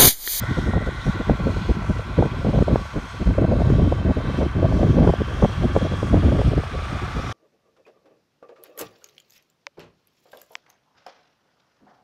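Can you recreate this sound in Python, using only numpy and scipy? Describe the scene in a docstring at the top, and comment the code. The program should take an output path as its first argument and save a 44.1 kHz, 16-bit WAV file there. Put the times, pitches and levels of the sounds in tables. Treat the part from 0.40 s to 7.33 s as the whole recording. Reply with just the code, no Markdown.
"""In an open field, a distant tractor pulls a cultivator while wind hits one nearby microphone.
The diesel's clatter, rasp and ticks are noise shaped by each firing, over a drone of sines.
Wavering sines make the gear whine; gritty filtered noise makes the hiss of tines in dry soil.
The colour shifts as the tractor slowly turns, and moving air makes the treble swell and fade.
Wind is noise in short buffets over a low rumble, with sharp slaps and a faint steady hiss."""
import sys
import numpy as np
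from scipy import signal
from scipy.fft import rfft, irfft, next_fast_len
from scipy.io import wavfile
from scipy.ndimage import uniform_filter1d, map_coordinates

SR = 44100
rng = np.random.default_rng(int(sys.argv[2]) if len(sys.argv) > 2 else 0)


def unload_wav(signal):
    """Save mono or channel-first audio to the path in sys.argv[1] as 16-bit WAV at rate SR, clipped to [-1, 1]."""
    wavfile.write(
        sys.argv[1],
        SR,
        np.round(np.clip(np.atleast_2d(signal).T, -1, 1) * 32767).astype(np.int16),
    )


N = 305480
TIME = np.arange(N) / SR  # seconds
FIRING_HZ = 64.9  # average rate of the engine's firings

# treble swelling and fading in moving air, before each layer's gain: (time [s], level [dB])
TREBLE_LEVEL = [(0, -45.5), (.19, -42.5), (.38, -49), (.69, -44.5), (1.0, -48), (1.24, -44.5), (1.38, -49),
                (2.72, -46.5), (3.0, -50.5), (3.4, -47.5), (3.68, -50.5), (4.0, -44), (4.13, -50),
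                (4.32, -47.5), (5.25, -45), (6.22, -46), (6.34, -45), (6.93, -44)]
# eddies striking the microphone, before each layer's gain; small ones are bright, large ones dull:
# (start [s], length [s], strength [dB], brightness [dB])
WIND_BUFFETS = [(0.102,0.023,-24.5,-2), (.171,0.026,-21,0.5), (.259,0.053,-24,-1), (0.328,0.056,-21,1),
                (0.464,0.03,-24,0.5), (.657,0.046,-22,-3), (0.795,.024,-24,6.5), (0.884,0.041,-19.5,1),
                (.996,.027,-26.5,2), (1.054,0.056,-23.5,0.5), (1.163,0.019,-24.5,-5), (1.289,0.03,-18,-2),
                (1.489,0.027,-20.5,-1.5), (1.778,0.038,-16.5,-0.5), (1.824,0.046,-22.5,2.5),
                (2.044,0.069,-22.5,0.5), (2.129,0.068,-21,0), (2.205,0.025,-16.5,-1),
                (2.275,0.046,-23.5,2.5), (2.322,.022,-18.5,-3.5), (2.559,0.028,-21,0.5),
                (2.799,0.032,-25.5,-0.5), (2.858,0.066,-22.5,-6), (2.976,0.029,-18.5,1.5),
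                (3.013,0.043,-17.5,-0.5), (3.08,.065,-19.5,2), (3.183,0.044,-22,0),
                (3.266,0.096,-20.5,-3.5), (3.382,0.099,-18.5,-0.5), (3.515,0.024,-20,1), (3.647,.075,-21,1),
                (3.764,.027,-24,1.5), (3.882,0.023,-21.5,1.5), (3.981,0.091,-22.5,1.5),
                (4.152,0.062,-24.5,-1.5), (4.221,0.046,-15.5,0.5), (4.281,0.089,-23.5,-.5),
                (4.385,0.1,-20,-2), (4.558,0.098,-18.5,1.5), (4.665,.043,-15,1.5), (4.798,0.024,-26,2),
                (5.019,.043,-16,-0.5), (5.222,0.038,-21.5,2.5), (5.346,0.04,-19.5,3.5),
                (5.442,0.032,-25.5,6.5), (5.621,0.071,-30,0), (5.726,0.063,-17.5,-1), (5.826,0.076,-20,-2),
                (5.918,0.094,-20,1), (6.046,0.046,-23,-7.5), (6.111,0.031,-25,2), (6.163,0.03,-20,-.5),
                (6.746,0.058,-28.5,-2)]


def amp(db):
    """Turn decibels into a gain."""
    return 10 ** (np.asarray(db) / 20)


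def unit(x):
    """Scale a signal to an rms (average strength) of 1."""
    return x / np.sqrt(np.mean(x ** 2) + 1e-20)


def curves(rows):
    """Join the points of a table into one smooth-running value per sample for each column after the time."""
    seconds, *columns = np.transpose(rows)
    return [np.interp(TIME, seconds, column) for column in columns]


def wobble(rate):
    """Draw a smooth random curve through rate random points a second."""
    points = rng.standard_normal(int(N * rate / SR) + 4)
    return map_coordinates(points, [TIME * rate])


def filtered(x, response):
    """Multiply each frequency of x by the gain that response gives for it."""
    length = next_fast_len(N + 8192)  # spare room for the filter's tail
    gain = response(np.fft.rfftfreq(length, 1 / SR))
    return irfft(rfft(x, length) * gain, length)[:N]


def coloured(x, spectrum, peaks=()):
    """Give x a broad spectrum with bell-shaped peaks and hollows, at rms 1."""
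    table_hz, table_db = np.transpose(spectrum)

    def response(hz):
        level_db = np.interp(np.log(hz + 1), np.log(table_hz), table_db)
        for centre, width, gain_db in peaks:
            level_db = level_db + gain_db * .5 ** ((2 * (hz - centre) / width) ** 2)
        return amp(level_db)

    return unit(filtered(x, response))


def engine(knock_db=-0.7, uneven_db=0.95, clatter_gain_db=1.5, rasp_gain_db=0.0, drone_db=-47, sway_db=0.6):
    """Each firing rattles the block, parts tick between firings, and the exhaust hums at the firing rate."""
    # loudness of the clatter as the tractor turns, before its gain: (time [s], level [dB])
    clatter_level = [(0, -36.5), (.65, -37.5), (1.35, -39.5), (2.6, -40), (3.65, -41.5), (3.95, -36.5),
                     (4.2, -40.5), (5.3, -38), (6.15, -39), (6.8, -36.5)]
    # spectrum of the clatter: (frequency [Hz], relative level [dB])
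    clatter_spectrum = [(20, -56), (100, -8.5), (300, -21.5), (600, -4), (850, 0), (1100, 4), (1550, -1),
                        (1750, -3.5), (2300, -7), (2900, -15), (4000, -47), (7000, -120)]
    # spectrum of the higher rasp: (frequency [Hz], relative level [dB])
    rasp_spectrum = [(700, -120), (1500, -29), (2300, 1.5), (2700, -3.5), (2900, 4), (3020, -3.5),
                     (3120, 3), (3600, 0), (4200, -3.5), (4800, -7.5), (5600, -12.5), (8000, -48),
                     (12000, -120)]
    clatter_db, = curves(clatter_level)
    treble_db, = curves(TREBLE_LEVEL)

    firing = 2 * np.pi * np.cumsum(FIRING_HZ * (1 + .005 * wobble(5))) / SR  # phase [radians]
    cycles = firing / (8 * np.pi)  # four firings make one engine cycle
    knock_gain = amp(knock_db * np.cos(firing) + uneven_db * wobble(110))
    knocks = knock_gain * rattle(cycles, repeat=0.26)
    clatter_gain = amp(clatter_db + clatter_gain_db + sway_db * wobble(8))
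    clatter = clatter_gain * turning(knocks, clatter_spectrum)

    # injectors and valves tick between firings
    tick_gain = amp(.3 * np.sin(firing) + 0.52 * wobble(110))
    ticks = tick_gain * rattle(cycles, repeat=0.25)
    rasp = amp(treble_db + rasp_gain_db) * over_ground(turning(ticks, rasp_spectrum))

    # the firing tone and three weaker overtones
    drone = unit(sum(amp(-7 * k) * np.sin(k * firing) for k in range(1, 5)))
    return clatter + rasp + amp(drone_db + 2 * wobble(8.2)) * drone


def rattle(cycles, repeat):
    """Mechanical noise, of which a share repeats with every four-stroke cycle."""
    pattern = rng.standard_normal(round(4 * SR / FIRING_HZ))
    locked = pattern[(cycles % 1 * len(pattern)).astype(int)]
    share = np.clip(repeat, 0, 1)
    return np.sqrt(share) * locked + np.sqrt(1 - share) * rng.standard_normal(N)


def turning(x, spectrum):
    """The ring of the engine's panels cross-fades from one side of the tractor to the next."""
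    # peaks and hollows heard from each side: (centre [Hz], width [Hz], gain [dB])
    rear = [(1100, 100, 2.5), (1245, 76, -10), (1354, 78, 4.5), (1490, 210, 9), (1700, 140, -2),
            (1964, 240, 10.5), (2820, 420, -4.5), (3690, 1100, 8)]
    rear_quarter = [(1030, 110, 3), (1250, 120, -9.5), (1370, 70, 5.5), (1530, 130, 5.5), (1736, 250, -5.5),
                    (1980, 120, 4.5), (2450, 110, 5.5), (3380, 230, 5), (4190, 520, 5.5)]
    flank = [(1137, 35, 7), (1280, 97, -3), (1530, 79, 6.5), (2400, 120, -6), (2637, 100, 7),
             (2870, 230, -6.5), (3105, 90, 8)]
    full_flank = [(920, 130, -4.5), (1137, 48, 6), (1580, 110, 6), (1723, 25, 9.5), (2710, 120, 6),
                  (3000, 160, -4.5), (3300, 280, 6)]
    front_quarter = [(730, 59, 4), (990, 140, -6), (1158, 38, 4.5), (1295, 56, 5.5), (2470, 230, 2.5),
                     (2730, 170, -2.5), (3500, 220, 3.5)]
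    # when each side in turn faces the microphone: time [s]
    facing = [.5, 1.05, 3.8, 5.4, 6.5]
    sides = [rear, rear_quarter, flank, full_flank, front_quarter]
    shares = [np.interp(TIME, facing, row) for row in np.eye(len(sides))]
    return sum(share * coloured(x, spectrum, side) for share, side in zip(shares, sides))


def over_ground(x, echo=0.085, lag_s=0.000708, drift=0.033, patchy_db=1.45):
    """A weak bounce off the soil with a wandering lag combs the treble; turbulent air fades it in patches."""
    lag_samples = lag_s * SR * np.exp(drift * wobble(1.08))
    bounce = map_coordinates(x, [np.arange(N) - lag_samples], order=3)
    both = x + echo * bounce
    bands = signal.stft(both, nperseg=512)[2]
    # random gains smoothed over neighbouring frequencies, then over time
    patches = uniform_filter1d(rng.standard_normal(bands.shape), size=7, axis=0)
    patches = uniform_filter1d(patches, size=36, axis=1)
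    faded = signal.istft(bands * amp(patchy_db * unit(patches)), nperseg=512)[1]
    return unit(faded[:N])


def gears(waver=.006, flicker_db=3):
    """Gear meshes sing under load, wavering in pitch and fading in the wind."""
    # gear tones before flicker: (pitch [Hz], level [dB], loudest time [s], spread of the swell [s])
    tones = [(1111, -56, 3.2, 2.3), (1147, -52.5, 5, 4.9), (1336, -48, 1.35, 1.2), (1866, -46, 0.3, 0.32),
             (1750, -61, 6, 1.4), (3095, -57, 4.5, 0.62), (3250, -59.5, 5.3, 0.5)]
    whine = np.zeros(N)
    for hz, db, loudest, spread in tones:
        pitch = hz * (1 + waver * wobble(6) + 0.0067 * wobble(70))
        phase = 2 * np.pi * np.cumsum(pitch) / SR
        swell = np.exp(-.5 * ((TIME - loudest) / spread) ** 2)
        whine += amp(db + flicker_db * wobble(12)) * swell * np.sin(phase)
    return whine


def soil(gain_db=-9, grit_db=0.9, sway_db=1.0, follows=1.1):
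    """Tines drag through dry clods: a fine, gritty hiss that swells with the rest of the treble."""
    # spectrum of the hiss: (frequency [Hz], relative level [dB])
    soil_spectrum = [(2000, -120), (3500, -40), (4800, 0), (5500, 1), (6600, 0), (7550, -7.5), (8400, -5),
                     (9800, -11.5), (10400, -17.5), (11000, -13.5), (13000, -21), (15700, -25.5)]
    treble_db, = curves(TREBLE_LEVEL)
    average_db = treble_db.mean()
    hiss_db = average_db + follows * (treble_db - average_db)
    grit = amp(grit_db * wobble(150)) * rng.standard_normal(N)
    level = amp(hiss_db + gain_db + sway_db * wobble(13))
    return level * over_ground(coloured(grit, soil_spectrum))


def hiss(level_db=-69):
    """The microphone's own faint, steady hiss."""
    return amp(level_db) * coloured(rng.standard_normal(N), [(1000, -1.5), (8000, -5.5), (15000, -12)])


def wind(thump_gain_db=1, flap_gain_db=0, flutter_gain_db=-7, rumble_db=-2, stir_db=-10, ripple_db=-21):
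    """Large eddies thump slowly, small ones flap and flutter; the breeze stirs weaker ones at random."""
    # the wind between buffets, before each layer's gain: (time [s], level [dB])
    breeze = [(0, -26), (.25, -25.5), (.55, -29.5), (1.2, -26), (1.95, -29.5), (2.37, -21.5), (2.5, -44),
              (2.6, -28), (2.73, -34), (3.1, -20), (3.75, -26.5), (4.1, -25), (4.55, -17.5), (4.9, -27.5),
              (5.55, -23), (5.97, -21), (6.35, -27.5), (6.93, -34.5)]
    # spectra from low to high: (frequency [Hz], relative level [dB])
    thump_spectrum = [(10, -51), (25, -29), (40, -2), (60, 1), (95, 0), (140, -5), (200, -25), (400, -64),
                      (1500, -120)]
    flap_spectrum = [(20, -89), (60, -33.5), (120, -3.5), (165, 2), (260, -2.5), (370, -7.5), (500, -25.5),
                     (900, -44), (3000, -120)]
    flutter_spectrum = [(60, -95), (200, -44), (340, -7), (430, 1), (640, -1.5), (800, -12.5), (1100, -19),
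                        (1500, -39.5), (2200, -34), (4000, -57), (12000, -120)]
    breeze_db, = curves(breeze)
    _, _, strength_db, bright_db = np.transpose(WIND_BUFFETS)
    stirring = amp(breeze_db) * fitful(depth_db=5.5, rate=30)

    # brightness takes strength from the thump and adds it to the flutter
    thump_buffets = swells(strength_db - bright_db + thump_gain_db, inset=0)
    flap_buffets = swells(strength_db + flap_gain_db, inset=0.00076)
    flutter_buffets = swells(strength_db + bright_db + flutter_gain_db, inset=0.0013)

    # hypot adds the powers of the buffets and the breeze
    thump = np.hypot(thump_buffets, amp(rumble_db) * stirring)
    flap = np.hypot(flap_buffets, amp(stir_db) * stirring * fitful(depth_db=8, rate=55))
    flutter = np.hypot(flutter_buffets, amp(ripple_db) * stirring * fitful(depth_db=11, rate=78))

    flap_bursts = unit(fitful(depth_db=4.5, rate=120))
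    flutter_bursts = unit(fitful(depth_db=8, rate=200))
    return (thump * eddies(thump_spectrum, evenness=0.7)
            + flap * flap_bursts * eddies(flap_spectrum, evenness=0.52)
            + flutter * flutter_bursts * eddies(flutter_spectrum, evenness=0.19))


def fitful(depth_db, rate):
    """A random gain between two limits, as the flow switches between clinging to the port and tearing away."""
    return amp(depth_db * np.tanh(wobble(rate)))


def swells(levels_db, inset):
    """Every buffet rises, holds and falls; inset [s] trims it at both ends."""
    rise_s, fall_s = 0.009, 0.0075  # how fast an eddy arrives and leaves
    power = np.zeros(N)
    for (start, length, *_), db in zip(WIND_BUFFETS, levels_db):
        near = slice(max(0, int((start - .1) * SR)), int((start + length + .1) * SR))
        age = TIME[near] - start
        rise = (1 + np.tanh(2 * (age - inset) / rise_s)) / 2
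        fall = (1 + np.tanh(2 * (length - inset - age) / fall_s)) / 2
        power[near] += (amp(db) * rise * fall) ** 2
    return np.sqrt(power)


def eddies(spectrum, evenness):
    """Turbulent pressure of rms 1: swings of random length, with their heights evened out."""
    swirl = coloured(rng.standard_normal(N), spectrum)
    height = np.abs(signal.hilbert(swirl, next_fast_len(N)))[:N]
    return unit(swirl / (height ** 2 + 0.72) ** (evenness / 2))


def slaps(gain_db=-2.0, cycles=0.68, crack_length_s=0.0021):
    """A small eddy snaps across the port: pressure swings that slow as it passes, and a crack."""
    # sharp slaps of air on the microphone port, before gain: (time [s], level [dB], pitch [Hz])
    slap_events = [(.337, -12.5, 560), (.898, -1.5, 560), (1.071, -8.5, 430), (1.791, -4.5, 410),
                   (1.826, -4.5, 596), (2.049, -11.5, 382), (2.19, -6, 497), (2.224, -7, 380),
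                   (2.283, -8, 520), (2.359, -1.5, 540), (2.984, -7.5, 460), (3.22, -9.5, 560),
                   (3.303, -5, 322), (3.525, -5, 540), (4.024, -9.5, 425), (4.256, -8, 475),
                   (4.325, -9.5, 557), (4.433, -6, 500), (4.676, -2.5, 412), (4.695, -7, 417),
                   (4.739, -5, 540), (4.819, -9.5, 380), (5.028, -4, 467), (5.048, -3.5, 620),
                   (5.365, -1, 500), (5.631, -6.5, 422), (5.744, -5.5, 404), (5.773, -10.5, 480),
                   (6.017, -9, 580), (6.18, -10.5, 332), (6.237, -16.5, 616)]
    # spectrum of the crack: (frequency [Hz], relative level [dB])
    crack_spectrum = [(100, -95), (500, -8), (950, 1), (1400, -9), (2000, -19.5), (3500, -32.5),
                      (12000, -100)]
    crack_db, crack_grows = -20.5, 1.43  # crack level for a 0 dB table entry; dB of crack per dB of slap
    swings, snaps = np.zeros(N), np.zeros(N)
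    for (moment, db, hz), turn in zip(slap_events, rng.random(len(slap_events))):
        near = slice(int((moment - .012) * SR), int((moment + .02) * SR))
        seconds = TIME[near] - moment
        age = seconds * hz  # in cycles
        phase = 2 * np.pi * (age - 0.16 * age * np.clip(age, -3, 3) + turn)
        swings[near] += amp(db + gain_db) * np.sin(phase) / np.cosh(2 * age / cycles)
        snaps[near] += amp(crack_db + crack_grows * db) / np.cosh(seconds / crack_length_s)
    return swings + snaps * eddies(crack_spectrum, evenness=0.3)


def scene():
    """The far tractor and the wind at the microphone, added together."""
    return (engine() + gears() + soil() + hiss() + wind() + slaps())[None]


def record(dry):
    """The recorder thins the deepest rumble and keeps nothing above its band limit."""
    top_hz = 15720
    low_cut = signal.butter(N=2, Wn=30, btype="high", fs=SR, output="sos")
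    thinned = signal.sosfilt(low_cut, dry[0])
    return filtered(thinned, lambda hz: hz < top_hz)[None]


dry = scene()
out = record(dry)
unload_wav(out)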